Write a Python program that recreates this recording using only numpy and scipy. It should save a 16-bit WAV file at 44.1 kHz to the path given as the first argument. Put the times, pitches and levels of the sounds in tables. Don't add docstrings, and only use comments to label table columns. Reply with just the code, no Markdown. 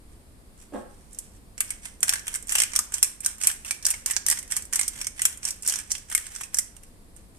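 import sys
import numpy as np
from scipy import signal
from scipy.fft import rfft, irfft, next_fast_len
from scipy.io import wavfile
from scipy.ndimage import uniform_filter1d

SR = 44100
rng = np.random.default_rng(int(sys.argv[2]) if len(sys.argv) > 2 else 0)


def wav_out(sig):
    wavfile.write(sys.argv[1], SR, np.round(np.clip(np.atleast_2d(sig).T, -1, 1) * 32767).astype(np.int16))


N = 325692

# frequency in Hz, relative level in dB.
SNAP_SPECTRUM = [(4120, -35), (7000, -3.5), (8550, 4), (9690, -4), (10900, -3.5), (12400, -10.5),
                 (13500, -16), (14200, -23), (16500, -75.5)]
BURR_SPECTRUM = [(2290, -25.5), (3900, -16.5), (4830, -9), (5330, -2.5), (5810, 1), (6520, -4),
                 (7000, -4.5), (9100, -32.5), (15400, -120)]
JAR_SPECTRUM = [(240, -48), (400, -28), (663, -12), (715, -15), (802, -9), (1270, -7), (1650, -1.5),
                (2930, -3.5), (3160, -3), (3900, -10), (5070, -13), (8580, -120)]
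# frequency in Hz, left level minus right in dB.
PHONE_SHADE = [(500, -1.5), (1300, 1.5), (2400, -1), (4400, -1.5), (6000, -2.5), (8500, -10), (10500, -0.5),
               (12500, 3.5), (15000, -5.5)]


def grinder():
    snap, burr, jar = cracks() + crumble()
    sound = ring(snap, SNAP_SPECTRUM) + ring(burr, BURR_SPECTRUM) + ring(jar, JAR_SPECTRUM)
    return filtered(sound, lambda hz: amp(along(PHONE_SHADE, hz) / 2 * [[1], [-1]]))


# start in seconds, snap level in dB, average jar and burr levels in dB
# above the snap, knock pitch in Hz, seconds the snap takes to fade by 60 dB (called t60).
CRACKS = [(1.1308, -34.5, -33, -31, 3510, 0.015), (1.1474, -34, -34, -16, 3250, 0.011),
          (1.1872, -19, -33, -20, 3080, 0.017), (1.5791, -27, -13.5, -16, 2210, 0.017),
          (1.6052, -6.5, -16, -23.5, 2210, 0.012), (1.705, -16.5, -17, -23, 2220, 0.015),
          (1.8545, -26.5, -7.5, -16, 2060, 0.023), (2.0059, -27, -28.5, -33, 1150, 0.013),
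          (2.0299, -4.5, -17, -18, 1560, 0.014), (2.0745, -27, -19, -15, 1670, 0.017),
          (2.0808, -14.5, -14, -19, 1880, 0.017), (2.0929, -5.5, -15, -14.5, 1665, 0.013),
          (2.1251, -18.5, -11, -14, 1280, 0.015), (2.1358, -13, -11.5, -13, 1660, 0.015),
          (2.157, -24, -6, -14, 1620, 0.014), (2.1938, -31.5, -12, -7.5, 2010, 0.017),
          (2.2692, -26.5, -9, -21, 3200, 0.017), (2.2796, -17, -13.5, -21, 3130, 0.018),
          (2.3405, -19, -22, -17, 1700, 0.017), (2.3494, -20.5, -16, -19, 2100, 0.014),
          (2.3562, -17.5, -23.5, -18, 1580, 0.023), (2.4259, -30, -23, -21, 2440, 0.017),
          (2.4716, -29, -27, -23, 1980, 0.015), (2.483, -27, -17, -18, 3300, 0.014),
          (2.4939, -17.5, -19, -14, 2400, 0.017), (2.5124, -27, -16, -20, 1970, 0.019),
          (2.5218, -12, -22, -24, 1980, 0.027), (2.5528, -7, -16.5, -20, 2760, 0.021),
          (2.5829, -12, -14, -14.5, 2920, 0.034), (2.6017, -7.5, -16, -12.5, 3170, 0.018),
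          (2.6188, -9.5, -13.5, -21, 2090, 0.023), (2.635, -12, -14, -11, 2440, 0.012),
          (2.7186, -33, -15, -9, 1710, 0.019), (2.7343, -25.5, -11, -10, 2390, 0.017),
          (2.7534, -20, -16, -10, 2030, 0.02), (2.761, -6.5, -20, -14.5, 3460, 0.015),
          (2.79, -7, -20, -11.5, 1220, 0.011), (2.9215, -27, -17, -17.5, 1570, 0.014),
          (2.9403, -13.5, -32, -12.5, 1600, 0.023), (2.9821, -23.5, -14, -16, 3200, 0.014),
          (3.028, -1.5, -24.5, -18, 2505, 0.019), (3.0458, -15.5, -20, -19, 2370, 0.012),
          (3.2052, -24.5, -29, -22, 2420, 0.015), (3.2475, -19.5, -32.5, -13, 1200, 0.017),
          (3.261, -7, -25, -17.5, 1570, 0.018), (3.3822, -33.5, -24, -19, 1320, 0.017),
          (3.4125, -24.5, -25, -10.5, 2090, 0.023), (3.4248, -21, -24, -14, 1670, 0.019),
          (3.4352, -16.5, -22, -14, 2310, 0.017), (3.444, -22.5, -14, -9, 1890, 0.029),
          (3.471, -1.5, -23.5, -23.5, 2470, 0.014), (3.4981, -21, -11, -16, 1630, 0.023),
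          (3.5134, -22, -17, -16, 2120, 0.019), (3.6483, -30.5, -10, -11.5, 2700, 0.013),
          (3.683, -44, -12, 4, 1680, 0.02), (3.709, -12.5, -16, -11, 2325, 0.014),
          (3.8262, -33, -27, -4.5, 1710, 0.022), (3.8533, -14, -35, -5.5, 3470, 0.01),
          (3.8652, -7, -24, -14, 1640, 0.013), (3.8854, -16, -22, -18, 1890, 0.017),
          (3.904, -12, -26, -25, 2680, 0.012), (3.91, -13, -28, -19, 2460, 0.016),
          (3.9396, -28.5, -7, -6, 2170, 0.015), (4.0606, -9, -28, -12, 1620, 0.017),
          (4.0744, -26, -14.5, -22, 1050, 0.017), (4.1004, -24.5, -11, -10, 1940, 0.019),
          (4.1094, -12.5, -18, -25, 1900, 0.024), (4.135, -37, -6, 5, 1880, 0.017),
          (4.1654, -13.5, -15, -3.5, 1620, 0.013), (4.2641, -10, -21.5, -14.5, 2840, 0.017),
          (4.2852, -7.5, -24, -18, 1870, 0.011), (4.3005, -5.5, -27, -16.5, 1900, 0.013),
          (4.3132, -8.5, -23, -12, 1850, 0.0097), (4.3197, -17, -21, -17, 2000, 0.013),
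          (4.3262, -17.5, -12, -16, 1860, 0.014), (4.373, -26, -12.5, -10, 1890, 0.019),
          (4.3879, -21, -22.5, -13.5, 1960, 0.026), (4.4284, -30, -20, -16, 2070, 0.014),
          (4.4777, -37.5, -22, -14, 1870, 0.017), (4.5116, -19, -22, -20, 1930, 0.019),
          (4.5211, -14.5, -16, -17, 1890, 0.016), (4.5655, -12, -24.5, -16, 1107, 0.017),
          (4.5715, -16, -21.5, -23, 2220, 0.019), (4.6224, -26.5, -34, -18, 1710, 0.017),
          (4.6525, -30.5, -41, -25, 1760, 0.016), (4.7263, -21, -11.5, -17, 1360, 0.025),
          (4.7335, -12, -20, -13, 1860, 0.014), (4.7455, -20, -16, -18, 2100, 0.019),
          (4.7573, -10, -21.5, -17, 2080, 0.021), (4.7925, -10.5, -18.5, -19, 2120, 0.024),
          (4.812, -12.5, -18, -11.5, 2080, 0.014), (4.8313, -22.5, -14, -7, 2170, 0.017),
          (4.8794, -13.5, -28, -16.5, 2350, 0.02), (5.014, -17.5, -19.5, -12.5, 2350, 0.016),
          (5.0453, -28, -11, -7, 2090, 0.014), (5.0687, -16.5, -19.5, -13.5, 2240, 0.019),
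          (5.1937, -24, -7.5, -11, 1960, 0.018), (5.2187, -10, -19.5, -19, 2420, 0.012),
          (5.253, -3, -21, -21.5, 3260, 0.021), (5.3274, -33.5, -13.5, -11, 1890, 0.015),
          (5.3735, -32, -31, -23, 2250, 0.021), (5.4304, -29.5, -16, -8.5, 2450, 0.015),
          (5.452, -16.5, -26, -9.5, 1710, 0.013), (5.4768, -23, -19, -8, 2880, 0.021),
          (5.4866, -19.5, -22, -13, 2400, 0.019), (5.5066, -19, -39, -12, 1910, 0.02),
          (5.6232, -26.5, -48, -20, 2430, 0.024), (5.632, -26, -23, -15, 2540, 0.017),
          (5.6506, -28, -23, -20, 1530, 0.017), (5.6627, -21, -33, -8, 3100, 0.024),
          (5.676, -8.5, -47, -21.5, 2690, 0.014), (5.6851, -12.5, -27, -14, 1960, 0.02),
          (5.6966, -14, -34, -10, 2130, 0.021), (5.7232, -17.5, -19, -12.5, 3080, 0.017),
          (5.7384, -20.5, -16.5, -7, 1650, 0.022), (5.758, -20, -17, -8, 3500, 0.015),
          (5.788, -22.5, -16, -14, 2360, 0.017), (5.7993, -27, -16.5, -12, 1700, 0.017),
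          (5.9054, -28.5, -19, -5, 2040, 0.017), (5.911, -23, -24, -9.5, 2270, 0.017),
          (5.9171, -11.5, -34, -10, 1910, 0.017), (5.9517, -24.5, -7, -8, 3200, 0.01),
          (5.9809, -31, -24, -12, 2240, 0.019), (6.1, -24.5, -19, -25.5, 2160, 0.015),
          (6.1151, -25.5, -8.5, -20.5, 1920, 0.014), (6.124, -23, -14.5, -15, 1400, 0.026),
          (6.1498, -6.5, -19.5, -19.5, 2160, 0.015), (6.1777, -13, -17, -15, 1900, 0.01),
          (6.2675, -27, -20, -13.5, 1650, 0.01), (6.351, -29.5, -16, -8, 2170, 0.017),
          (6.3614, -27, -17, -9, 1400, 0.018), (6.4104, -22.5, -12.5, -21, 1080, 0.017),
          (6.4144, -25, -16, -19, 1830, 0.013), (6.435, -25.5, -17, -12, 2550, 0.021),
          (6.544, -13, -22.5, -14.5, 1510, 0.018), (6.57, -18.5, -30, -17, 1710, 0.016),
          (6.5862, -6.5, -26, -17.5, 1930, 0.022), (6.766, -37.5, -14, -19, 2820, 0.015),
          (6.8336, -36, -18, -21, 2720, 0.017), (7.1638, -40.5, -27, -31, 1810, 0.016)]


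def cracks():
    start, db, jar_db, burr_db, jar_hz, t60 = np.transpose(CRACKS)
    pan_db = 5 + 0.16 * db - 2 * rng.standard_normal(len(start))
    burr_peak_db = db + burr_db + 9
    jar_peak_db = db + jar_db + 5.5
    snap = bursts(start, db, pan_db, t60, alike=0.11, samples=1500, rough_db=0.7, spike=0.66)
    burr = bursts(start, burr_peak_db, pan_db * 0.44, t60 * 0.8, alike=0.33, samples=1500,
                  rough_db=1.5, spike=0.73)
    jar = bursts(start, jar_peak_db, pan_db * 0.37, t60 * 0.9, alike=0.37, samples=1500,
                 rough_db=5.0, spike=0.58, knock_hz=jar_hz, knock_db=-15.5)
    return np.array([snap, burr, jar])


def crumble(count=5500):
    when, smallness, brightness, pan = rng.random((count, 4)).T
    start = when * N / SR
    db = effort_db(start) - 12 - 4 * np.log(smallness + 0.061)
    pan_db = 6 * (pan - 0.5)
    bright_db = 8 * (brightness - 0.5)
    snap = bursts(start, db, pan_db, t60=0.0086, alike=0.98, samples=200)
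    burr = bursts(start, db - 9.5 + bright_db, pan_db, t60=0.016, alike=0.5, samples=200)
    jar = bursts(start, db - 8 - bright_db, pan_db, t60=0.011, alike=0.37, samples=200)
    return np.array([snap, burr, jar])


# start in seconds, length in seconds, relative crumble level in dB.
TWISTS = [(1.598, 0.15, -36), (1.833, 0.041, -33.5), (2.025, 0.15, -30.5), (2.264, .1, -30.5),
          (2.5, 0.082, -19.5), (2.74, .05, -29), (2.937, 0.032, -25.5), (3.047, .03, -32),
          (3.236, 0.056, -28.5), (3.415, 0.074, -22.5), (3.657, 0.068, -27.5), (3.852, 0.064, -23.5),
          (4.074, 0.056, -25.5), (4.276, 0.049, -22), (4.509, .06, -26.5), (4.742, .1, -26),
          (4.935, 0.088, -28), (5.174, 0.11, -30.5), (5.443, 0.032, -24), (5.655, 0.11, -23.5),
          (5.901, 0.063, -33.5), (6.096, 0.17, -32.5), (6.312, 0.13, -32.5), (6.539, 0.034, -33)]
HANDLING = [(0.1, 0.025, -52), (0.587, 0.04, -42.5), (0.737, 0.044, -44), (.9, 0.28, -52.5),
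            (1.112, 0.16, -46), (1.318, 0.043, -48.5), (6.756, 0.014, -50), (6.83, 0.023, -47),
            (7.163, .03, -46.5), (7.35, .03, -48.5)]


def effort_db(times, rise_db_per_s=897, fall_db_per_s=307, trickle_db_per_s=58):
    start, length, db = np.transpose(TWISTS + HANDLING)[:, :, None]
    before = np.maximum(start - times, 0)
    after = np.maximum(times - start - length, 0)
    rise = amp(db - rise_db_per_s * before)
    fall = amp(-fall_db_per_s * after) + amp(-14 - trickle_db_per_s * after)
    return 10 * np.log10(np.sum((rise * fall) ** 2, axis=0) + 1e-12)


# time in seconds, delay in milliseconds.
LEFT_DELAY = [(0, 0.5), (1.6, 0.22), (2.3, 0.18), (3.2, 0.071), (4.6, 0.062), (5.2, 0.2), (5.7, 0.022),
              (7.39, 0.092)]


def bursts(start, db, pan_db, t60, alike, samples, rough_db=0, spike=0, knock_hz=0, knock_db=-99):
    t = np.arange(samples) / SR
    t60 = np.reshape(t60, (-1, 1))
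    shared, left, right, grit = rng.standard_normal((len(start), 4, samples)).transpose(1, 0, 2)
    waver = 1 + 0.81 * wobble(shared[::-1], 110)
    tone = np.sin(2 * np.pi * np.reshape(knock_hz, (-1, 1)) * t)
    knock = waver * amp(knock_db - 60 * t / 0.035) * tone
    attack = 1 - np.exp(-(t + 1 / SR) / (0.071 * t60))
    fade = attack * amp(-60 * t / t60) + spike * amp(-60 * t / 0.003)
    jerky = fade * amp(rough_db * wobble(grit, 30))
    jerky *= np.sqrt(np.sum(fade ** 2, axis=1) / np.sum(jerky ** 2, axis=1))[:, None]
    delay_s = over_time(LEFT_DELAY, start) / 1000
    out = []
    for own, side in ((left, 1), (right, -1)):
        noise = np.sqrt(alike) * shared + np.sqrt(1 - alike) * own
        wave = (knock + noise * jerky) * amp(db + side * pan_db / 2)[:, None]
        first = np.round((start + side * delay_s / 2) * SR).astype(int).clip(0)
        positions = first[:, None] + np.arange(samples)
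        out.append(np.bincount(positions.ravel(), wave.ravel(), N + samples)[:N])
    return np.array(out)


# start in seconds, relative level in dB, hardness in dB.
BUMPS = [(0.723, -30.5, -7.5), (0.736, -28, -0.5), (.746, -24, -3.5), (0.756, -32.5, 5), (0.766, -44, -11)]
# pitch in Hz, relative level in dB, seconds to fade by 60 dB.
WORKTOP_TONES = [(213, -4.5, 0.12), (287, 1, 0.058), (390, 2, 0.062), (522, -0.5, 0.06), (557, 2, 0.06),
                 (704, 2.5, 0.072), (823, -0.5, 0.066), (1080, -3, 0.044), (1307, -11, 0.053),
                 (1610, -5, 0.032), (2170, -31, .03)]


def thud():
    out = np.zeros(N + SR)
    t = np.arange(SR // 3) / SR
    hz, tone_db, t60 = np.transpose(WORKTOP_TONES)[:, :, None]
    attack = 1 - np.exp(-t / 0.00092)
    for start, db, hard_db in BUMPS:
        strength = amp(tone_db + 0.93 * hard_db * np.log2(hz / 400) + rng.normal(0, 1.6, hz.shape))
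        rattle = 1 + 0.35 * wobble(rng.standard_normal((len(hz), len(t))), 500)
        tones = np.sin(2 * np.pi * (hz * t + rng.random(hz.shape)))
        ringing = np.sum(strength * rattle * amp(-60 * t / t60) * tones, axis=0)
        dull_noise = np.convolve(rng.standard_normal(len(t)), np.hanning(16) / 8, "same")
        puff = dull_noise * amp(hard_db + 6 - 60 * t / 0.03)
        out[round(start * SR):][:len(t)] += amp(db - 12) * (ringing + puff) * attack
    return out[:N] * amp([[-1.1], [1.1]])


# frequency in Hz, seconds to fade by 60 dB.
ROOM_FADE = [(300, 0.39), (1500, 0.54), (5000, 0.36), (12000, 0.26)]
# rough delay in milliseconds, level in dB.
ECHOES = [(2.2, -23), (4.4, -7), (7.5, -15), (11, -15.5), (17, -18.5)]


def kitchen(sound, tail_db, versions=1):
    version = np.arange(N) // (SR // 9) % versions
    out = 0
    for k in range(versions):
        hz, t, noise = signal.stft(rng.standard_normal((2, SR // 2)), SR, nperseg=256)
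        tail = signal.istft(noise * amp(-60 * t / along(ROOM_FADE, hz)[:, None]), SR, nperseg=256)[1]
        room = np.pad(amp(tail_db) * tail / np.linalg.norm(tail[0]), ((0, 0), (220, 0)))
        room[:, 0] = 1
        for ms, db in ECHOES:
            for side, stretch in enumerate(rng.uniform(0.74, 1.07, 2)):
                room[side, round(ms * stretch * SR / 1000)] += amp(db)
        out = out + signal.fftconvolve(sound * (version == k), room, axes=1)[:, :N]
    return out


# time in seconds, relative level in dB.
RUMBLE_LEVEL = [(0.0, -52.5), (2.8, -52.5), (3.0, -54.5), (4.65, -52), (5.99, -54), (6.09, -55.5),
                (7.03, -52.5), (7.39, -53)]
# frequency in Hz, relative level in dB.
RUMBLE_SPECTRUM = [(8.8, -34), (15, 2.5), (70, -1.5), (135, -12), (163, -13), (206, -9.5), (378, -17),
                   (422, -17.5), (507, -18), (632, -22.5), (680, -20.5), (731, -23.5), (1200, -30),
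                   (1560, -63), (2640, -120)]
HISS_SPECTRUM = [(530, -29), (900, -9.5), (1140, -8), (1550, -9.5), (1680, -8.5), (1800, -10), (2250, -11),
                 (2990, -14.5), (4850, -12.5), (5320, -15), (6130, -18), (8830, -8), (13700, -17.5),
                 (14500, -32.5), (15000, -41)]


def background():
    rumble = amp(over_time(RUMBLE_LEVEL, np.arange(N) / SR) + 2) * steady_noise(RUMBLE_SPECTRUM)
    hiss = amp(-61) * steady_noise(HISS_SPECTRUM)
    return rumble + hiss


# frequency in Hz, likeness (1 same, 0 unrelated, -1 opposite).
LIKENESS = [(60, 0.79), (180, 0.87), (550, 0.48), (1650, -0.31), (4970, 0.079), (15000, 0.0)]


def steady_noise(spectrum):
    def gains(hz):
        angle = np.arccos(along(LIKENESS, hz)) / 2
        return amp(along(spectrum, hz)) * [np.cos(angle), np.sin(angle)]
    mid, side = filtered(rng.standard_normal((2, N)), gains)
    return unit(np.array([mid + side, mid - side]))


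def amp(db):
    return 10 ** (np.asarray(db) / 20)


def unit(x):
    return x / np.sqrt(np.mean(x ** 2) + 1e-20)


def wobble(noise, samples):
    return unit(uniform_filter1d(noise, size=samples, axis=1))


def along(rows, hz):
    row_hz, values = np.transpose(rows)
    return np.interp(np.log(hz + 1), np.log(row_hz + 1), values)


def over_time(rows, times):
    return np.interp(times, *np.transpose(rows))


def filtered(x, gains):
    size = next_fast_len(N + SR // 2)
    return irfft(rfft(x, size) * gains(np.fft.rfftfreq(size, 1 / SR)), size)[..., :N]


def ring(x, spectrum, size=2048):
    gains = amp(along(spectrum, np.fft.rfftfreq(size, 1 / SR)))
    cepstrum = irfft(np.log(gains + 1e-4), size)
    cepstrum[1:size // 2] *= 2
    cepstrum[size // 2 + 1:] = 0
    response = irfft(np.exp(rfft(cepstrum)), size)
    return signal.fftconvolve(x, response[None] / np.linalg.norm(response), axes=1)[:, :N]


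def scene():
    return kitchen(grinder(), tail_db=-11, versions=5) + kitchen(thud(), tail_db=2.5) + background()


def record(dry, ceiling=0.95, top_hz=16600):
    squashed = dry / (1 + np.abs(dry / ceiling) ** 6) ** (1 / 6)
    return filtered(squashed, lambda hz: hz < top_hz)


dry = scene()
out = record(dry)
wav_out(out)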